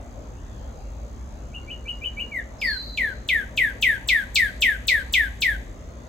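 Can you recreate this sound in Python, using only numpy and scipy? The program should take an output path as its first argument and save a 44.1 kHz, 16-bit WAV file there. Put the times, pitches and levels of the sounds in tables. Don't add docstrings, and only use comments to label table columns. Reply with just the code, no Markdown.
import sys
import numpy as np
from scipy import signal
from scipy.fft import rfft, irfft, next_fast_len
from scipy.io import wavfile
from scipy.ndimage import uniform_filter1d

SR = 44100
rng = np.random.default_rng(int(sys.argv[2]) if len(sys.argv) > 2 else 0)


def file_out(sig):
    cols = np.atleast_2d(sig).T
    lim = np.clip(cols, -1, 1)
    pcm = np.round(lim * 32767).astype(np.int16)
    wavfile.write(sys.argv[1], SR, pcm)


N = 268436

# (foot of plunge [s], effort [dB], plunge stretch [ratio], slide length [s],
# pitch factor [ratio], bend height before pitch factor [Hz], squeak [dB], voice break [Hz],
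# bite [dB], added overtones [dB])
WHISTLES = [(2.615, -24, 0.69, 0.17, 0.95, 506, -24, 4300, -1, 0.5),
            (2.974, -23, 0.56, 0.17, 0.95, 519, -21, 4630, 3.5, -3),
            (3.288, -20.5, 1.2, 0.16, 0.96, 601, -24.5, 4780, 7.5, -4),
            (3.5744, -19.5, 0.98, 0.15, 0.97, 600, -22.5, 4420, 5.5, -3),
            (3.824, -18.5, 1.33, 0.16, 0.97, 754, -20.5, 4520, 6.5, -3),
            (4.087, -18.5, 1.5, 0.16, 0.96, 648, -17.5, 5020, 7, -3),
            (4.3575, -18.5, 1.37, 0.15, 0.97, 648, -13, 5330, 9.5, -3),
            (4.62, -18.5, 1.4, 0.15, 0.96, 845, -16.5, 4560, 8.5, -4),
            (4.882, -19, 1.25, 0.15, 0.96, 642, -13.5, 5230, 10.5, -4),
            (5.137, -18.5, 1.4, .151, 0.96, 696, -15, 4700, 8.5, -4),
            (5.4202, -20.5, 1.52, 0.15, 0.96, 645, -17, 5070, 7, -1)]
# (top [s], effort [dB], pitch factor [ratio], low opening hook [dB])
CHIPS = [(1.552, -37, .97, -23.5), (1.712, -36.5, .99, -8), (1.89, -31, .99, -13), (2.052, -30, 1.015, -6),
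         (2.206, -30.5, .98, -3.5)]
# (time [s], pitch [Hz], level [dB])
FAR_CALL = [(0.329, 2500, -70), (.38, 2790, -57), (.41, 3650, -69), (.48, 3600, -64), (.55, 3320, -63),
            (.62, 3100, -61), (.68, 3400, -67), (.72, 3700, -74)]
# (overtone frequency [Hz], level [dB])
OVERTONES = [(3000, -15.5), (3800, -26.5), (4500, -50), (6500, -47.5), (8200, -30.5), (9800, -39.5),
             (11800, -24.5), (13500, -35), (15000, -38.5)]
# (delay [s], gain [ratio])
ECHOES_LEFT = [(0.003423, 0.21), (0.005449, 0.11), (0.006036, 0.33), (0.007252, 0.11), (0.009104, 0.17),
               (0.013117, 0.09), (0.015212, 0.15), (0.018415, 0.13), (0.020402, 0.1)]
ECHOES_RIGHT = [(0.002297, 0.13), (0.003446, 0.3), (0.003883, 0.13), (0.006061, 0.29), (0.007685, 0.18),
                (0.01493, 0.16), (0.018089, 0.13), (0.019005, 0.13), (0.030202, 0.11)]
# (frequency [Hz], t60 [s], relative level [dB])
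LEAVES = [(1470, 0.13, -7), (2130, 0.23, -5), (4060, 0.11, 7), (5800, 0.16, 11.5), (14000, 0.093, 1.5)]
TREES = [(1450, 0.5, 0), (4030, 0.87, 0), (8000, 1.3, 0), (14300, 0.29, 0)]
# (frequency [Hz], width [Hz], relative level [dB])
BODY_MODES = [(6400, 130, 3), (6120, 150, -4), (6610, 57, -3), (7300, 106, 0.5), (7680, 140, -17)]
# (frequency [Hz], relative density [dB per Hz])
RUMBLE = [(12, -48), (20, -29), (24, -28), (35, -14), (54, 2), (69, -4), (87, -22), (102, -6.5), (119, -13),
          (128, -26), (140, -16.5), (163, -21), (229, -15.5), (267, -17.5), (330, -26.5), (430, -50),
          (730, -120)]
AIR = [(250, -21), (330, -2), (420, -3), (560, 0.5), (750, -5.5), (1200, -10.5), (2000, -17), (3000, -24),
       (4500, -23), (6000, -29), (8000, -31.5), (10000, -34), (12000, -37.5), (16000, -38)]
# (frequency [Hz], correlation [-1 to 1])
LIKENESS = [(60, 0.97), (130, 0.9), (290, 0.85), (640, 0.42), (1410, -0.19), (3100, 0.22), (6820, -0.55),
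            (15000, 0.19)]
# (frequency [Hz], left over right [dB])
BALANCE = [(60, 0.5), (110, 2.5), (200, 0), (380, 2), (700, 1.5), (1290, 3.5), (2380, 3), (4400, 3.5),
           (8120, -1), (15000, 6.5)]
# (frequency [Hz], left over right [dB])
SHADE = [(1500, 4), (2500, 1.5), (4500, 3.5), (7000, 2), (9000, 2.5), (12000, 4), (15500, 12)]
# (time [s], level [dB])
DRONE = [(0.0, -40.5), (1.02, -35), (1.76, -39.7), (2.12, -37.5), (2.38, -42), (2.74, -38.5), (3.8, -40.5),
         (5.58, -34), (6.08, -44)]

RUMBLE_DB, AIR_DB = -37, -47.5
STROKES_HZ, CLICK_GAP_S = 61.75, .00276
EDGE_HZ = 16200

SQUEAK_HZ, SQUEAK_S, PLUNGE_LEAD_S, PLUNGE_S = 7930, 0.0094, 0.00072, .0013
BEND_S, SLIDE_HZ, SLIDE_OCTAVES = .018, 2211.7, 0.53
SQUEAK_WAVER, SLIDE_WAVER = 0.0357, 0.0028
BREAK_WIDTH_HZ, STRAIN_DB, BITE_BELOW_HZ, BITE_WIDTH_HZ = 530, 36, 1250, 580
CREST, FADE_DB, RELEASE_S = 0.25, -20, 0.021
HOOK_HZ, HOOK_S, RISE_S, RISE_LEAD_S = 2338, 0.041, .0035, .011
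HELD_HZ, HELD_S, OVERSHOOT_HZ, OVERSHOOT_S = 2896, 0.033, 159, 0.0065


def cardinal():
    chips = sum(chip(*row) for row in CHIPS)
    whistles = sum(whistle(*row) for row in WHISTLES)
    tone, overtones = chips + slur() + whistles
    heard = outdoors(tone, direct_db=-1.0, leaves_db=-5, trees_db=-20.0)
    heard = heard + outdoors(overtones, direct_db=0.5, leaves_db=-4.5, trees_db=-11.5)
    shade_db = read(SHADE, np.fft.rfftfreq(next_fast_len(N), 1 / SR))
    return coloured(heard, amp([shade_db / 2, -shade_db / 2]))


def whistle(foot_s, effort_db, stretch, length_s, pitch, bend_hz, squeak_db, break_hz, bite_db,
            overtones_db):
    t = moments(-SQUEAK_S * stretch, length_s)
    after_s = np.maximum(t, 0)
    done = after_s / length_s
    slide_hz = SLIDE_HZ * 2 ** (-SLIDE_OCTAVES * done) + bend_hz * np.exp(-after_s / BEND_S)
    plunged = step(t / stretch + PLUNGE_LEAD_S, PLUNGE_S)
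    hz = pitch * (SQUEAK_HZ + (slide_hz - SQUEAK_HZ) * plunged)
    high = step(hz - break_hz, BREAK_WIDTH_HZ)
    bite = np.exp(-((hz - break_hz + BITE_BELOW_HZ) / BITE_WIDTH_HZ) ** 2)
    crest_db = FADE_DB * ((done - CREST) / (1 - CREST)) ** 2
    db = effort_db + squeak_db * high + bite_db * bite + crest_db
    db = db + fade_db(t, attack_s=.001, release_s=RELEASE_S)
    return sing(foot_s + t, hz, db, strain_db=overtones_db + STRAIN_DB * high,
                waver=SLIDE_WAVER + SQUEAK_WAVER * high, fray=1.06, odd_db=-4.0)


def chip(top_s, effort_db, pitch, hook_db, strain_db=-8, top_strain_db=7):
    t = moments(-HOOK_S, HELD_S)
    risen = step(t + RISE_LEAD_S, RISE_S)
    over = np.exp(-(t / OVERSHOOT_S) ** 2)
    hz = HOOK_HZ + (HELD_HZ - HOOK_HZ) * risen + OVERSHOOT_HZ * over
    db = effort_db + hook_db * (1 - risen) + fade_db(t, attack_s=0.014, release_s=0.012)
    return sing(top_s + t, hz * pitch, db, strain_db=strain_db + top_strain_db * over,
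                waver=0.0055, fray=.4, odd_db=6.0, bright_db=1.0)


def slur(start_s=2.311, length_s=.122, top_hz=2400, foot_hz=1540, peak_db=-28.5, edge_db=-13):
    t = moments(0, length_s)
    done = t / length_s
    hz = top_hz + (foot_hz - top_hz) * done
    db = peak_db + edge_db * (2 * done - 1) ** 2 + fade_db(t, attack_s=0.0085, release_s=0.044)
    return sing(start_s + t, hz, db, strain_db=0.5, waver=0.0014, fray=0.36, odd_db=-17.0)


def sing(s, hz, db, strain_db=0., waver=.003, growth=0.53, fray=0., odd_db=0., bright_db=0.):
    s, hz, db = np.asarray(s), np.asarray(hz), np.asarray(db)
    at = np.arange(int(s[0] * SR), int(s[-1] * SR))
    at_s = at / SR
    noise = rng.standard_normal((10, SR // 2))[:, :len(at)]
    wobble = unit(uniform_filter1d(noise, size=130))
    glide_hz = np.exp(np.interp(at_s, s, np.log(hz)))
    pitch_hz = glide_hz * (1 + np.interp(at_s, s, waver * np.ones(len(s))) * wobble[0])
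    phase = 2 * np.pi * np.cumsum(pitch_hz) / SR
    level = amp(np.interp(at_s, s, db)) * np.sqrt(2) * signal.windows.tukey(len(at), .02)
    k = np.arange(2, 11)[:, None]
    harmonic_db = read(OVERTONES, k * pitch_hz) + odd_db * (k % 2) + bright_db * (k - 3)
    audible = k * pitch_hz < SR / 2
    stack = amp(harmonic_db) * audible * np.sin(k * phase + fray * wobble[1:])
    strain = np.interp(at_s, s, strain_db * np.ones(len(s))) + growth * (db.max() + 14.0)
    out = np.zeros((2, N))
    out[0, at] = level * np.sin(phase)
    out[1, at] = level * amp(strain) * stack.sum(0)
    return out


def other_birds():
    far = sing(*np.transpose(FAR_CALL), waver=0.033)[0]
    return (outdoors(thin_whistle(), direct_db=-7.0, leaves_db=-9.0, trees_db=-10.5)
            + outdoors(far, direct_db=-9.5, leaves_db=-9.0, trees_db=-18))


def thin_whistle(start_s=2.581, length_s=0.358, top_hz=5210, end_hz=4010, sink_s=0.1, ease=1.5,
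                 peak_db=-29, swell_s=0.12, onset_db=-29, fade_db_per_s=-52,
                 early_waver=.025, late_waver=0.0029):
    t = moments(0, length_s)
    height = np.exp(-(t / sink_s) ** ease)
    hz = end_hz + (top_hz - end_hz) * height
    db = peak_db + onset_db * np.maximum(1 - t / swell_s, 0) ** 2
    db = db + fade_db_per_s * np.maximum(t - swell_s, 0)
    return sing(start_s + t, hz, db, strain_db=1.0, waver=late_waver + early_waver * height,
                fray=0.6, odd_db=7.0).sum(0)


def insect(buzz_db=-63.0, second_click=0.73, rasp_s=0.0068, left_db=-1.5):
    starts = np.zeros(N)
    starts[round(.0122 * SR)::round(SR / STROKES_HZ)] = 1
    clicks = starts + second_click * np.roll(starts, round(CLICK_GAP_S * SR))
    rasp = signal.oaconvolve(starts, np.ones(int(rasp_s * SR)))[:N] * rng.standard_normal(N)
    hz = np.fft.rfftfreq(next_fast_len(N), 1 / SR)
    body = 0
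    for mode_hz, width_hz, mode_db in BODY_MODES:
        resonance = amp(mode_db) / (1 + 2j * (hz - mode_hz) / width_hz)
        body = body + resonance / np.sqrt(1 + ((hz - mode_hz) / 400) ** 2)
    buzz = unit(coloured(unit(clicks) + .3 * unit(rasp), body))
    direct = buzz * amp([[left_db / 2], [-left_db / 2]])
    return amp(buzz_db) * (direct + amp(-17.5) * scatter(buzz, LEAVES, .003))


def background():
    s, db = np.transpose(DRONE)
    swell = amp(np.interp(np.arange(N) / SR, s, db - db.mean()))
    rumble = wash(RUMBLE, patchy_db=.5)
    drone = signal.sosfiltfilt(signal.butter(4, 95, fs=SR, output="sos"), rumble)
    power = uniform_filter1d((drone ** 2).mean(0), size=12000)
    even = drone / np.sqrt(power)
    traffic = rumble - drone + drone.std() * unit(swell * even)
    return amp(RUMBLE_DB) * traffic + amp(AIR_DB) * wash(AIR, patchy_db=2.36)


def wash(spectrum, patchy_db):
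    frames, hz = N // 1024 + 5, np.fft.rfftfreq(4096, 1 / SR)
    a, b, c, d, patches = rng.standard_normal((5, len(hz), frames))
    patches = uniform_filter1d(patches, size=24, axis=0)
    patches = unit(uniform_filter1d(patches, size=5, axis=1))
    same = np.clip(read(LIKENESS, hz), -1, 1)[:, None]
    left = a + 1j * b
    right = same * left + np.sqrt(1 - same ** 2) * (c + 1j * d)
    lean = amp(read(BALANCE, hz) / 2)[:, None]
    z = np.array([left * lean, right / lean])
    z *= amp(read(spectrum, hz)[:, None] + patchy_db * patches)
    return unit(signal.istft(z, nperseg=4096, noverlap=3072)[1][:, :N])


def outdoors(x, direct_db, leaves_db, trees_db):
    near = amp(leaves_db) * scatter(x, LEAVES, 0.0037)
    return amp(direct_db) * echoes(x) + near + amp(trees_db) * scatter(x, TREES, 0.043)


def echoes(x):
    left = x + sum(gain * np.roll(x, round(s * SR)) for s, gain in ECHOES_LEFT)
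    right = x + sum(gain * np.roll(x, round(s * SR)) for s, gain in ECHOES_RIGHT)
    return np.array([left, np.roll(right, 1)])


def scatter(x, bands, start_s):
    signs = rng.choice([-1., 1.], (2, SR))
    present = rng.random((2, SR)) < 4000 / SR
    taps = signs * present * (np.arange(SR) > start_s * SR)
    hz, t, z = signal.stft(taps, SR, nperseg=256)
    bands = np.array(bands)
    z = z * amp(-60 * t / read(bands[:, :2], hz)[:, None])
    decayed = signal.istft(z, SR, nperseg=256)[1]
    norm = np.linalg.norm(decayed, axis=1, keepdims=True)
    band_gain = amp(read(bands[:, ::2], hz))[:, None]
    tail = signal.istft(z * band_gain, SR, nperseg=256)[1]
    return signal.fftconvolve(x[None], tail / norm, axes=1)[:, :N]


def coloured(x, response):
    size = next_fast_len(N)
    return irfft(rfft(x, size) * response, size)[..., :N]


def moments(start_s, end_s):
    return np.linspace(start_s, end_s, 600)


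def fade_db(t, attack_s, release_s):
    gain = np.minimum((t - t[0]) / attack_s, (t[-1] - t) / release_s)
    return 20 * np.log10(np.clip(gain, .01, 1))


def step(x, width):
    return .5 + .5 * np.tanh(x / width / 2)


def amp(db):
    return 10 ** (np.asarray(db) / 20)


def unit(x):
    return x / np.sqrt(np.mean(x ** 2) + 1e-20)


def read(points, hz):
    f, value = np.transpose(points)
    return np.interp(np.log(hz + 1), np.log(f + 1), value)


def scene():
    return cardinal() + other_birds() + insect() + background()


def record(dry):
    lowpass = signal.firwin(511, EDGE_HZ, window=("kaiser", 9), fs=SR)
    return signal.oaconvolve(dry, lowpass[None], "same")


dry = scene()
out = record(dry)
file_out(out)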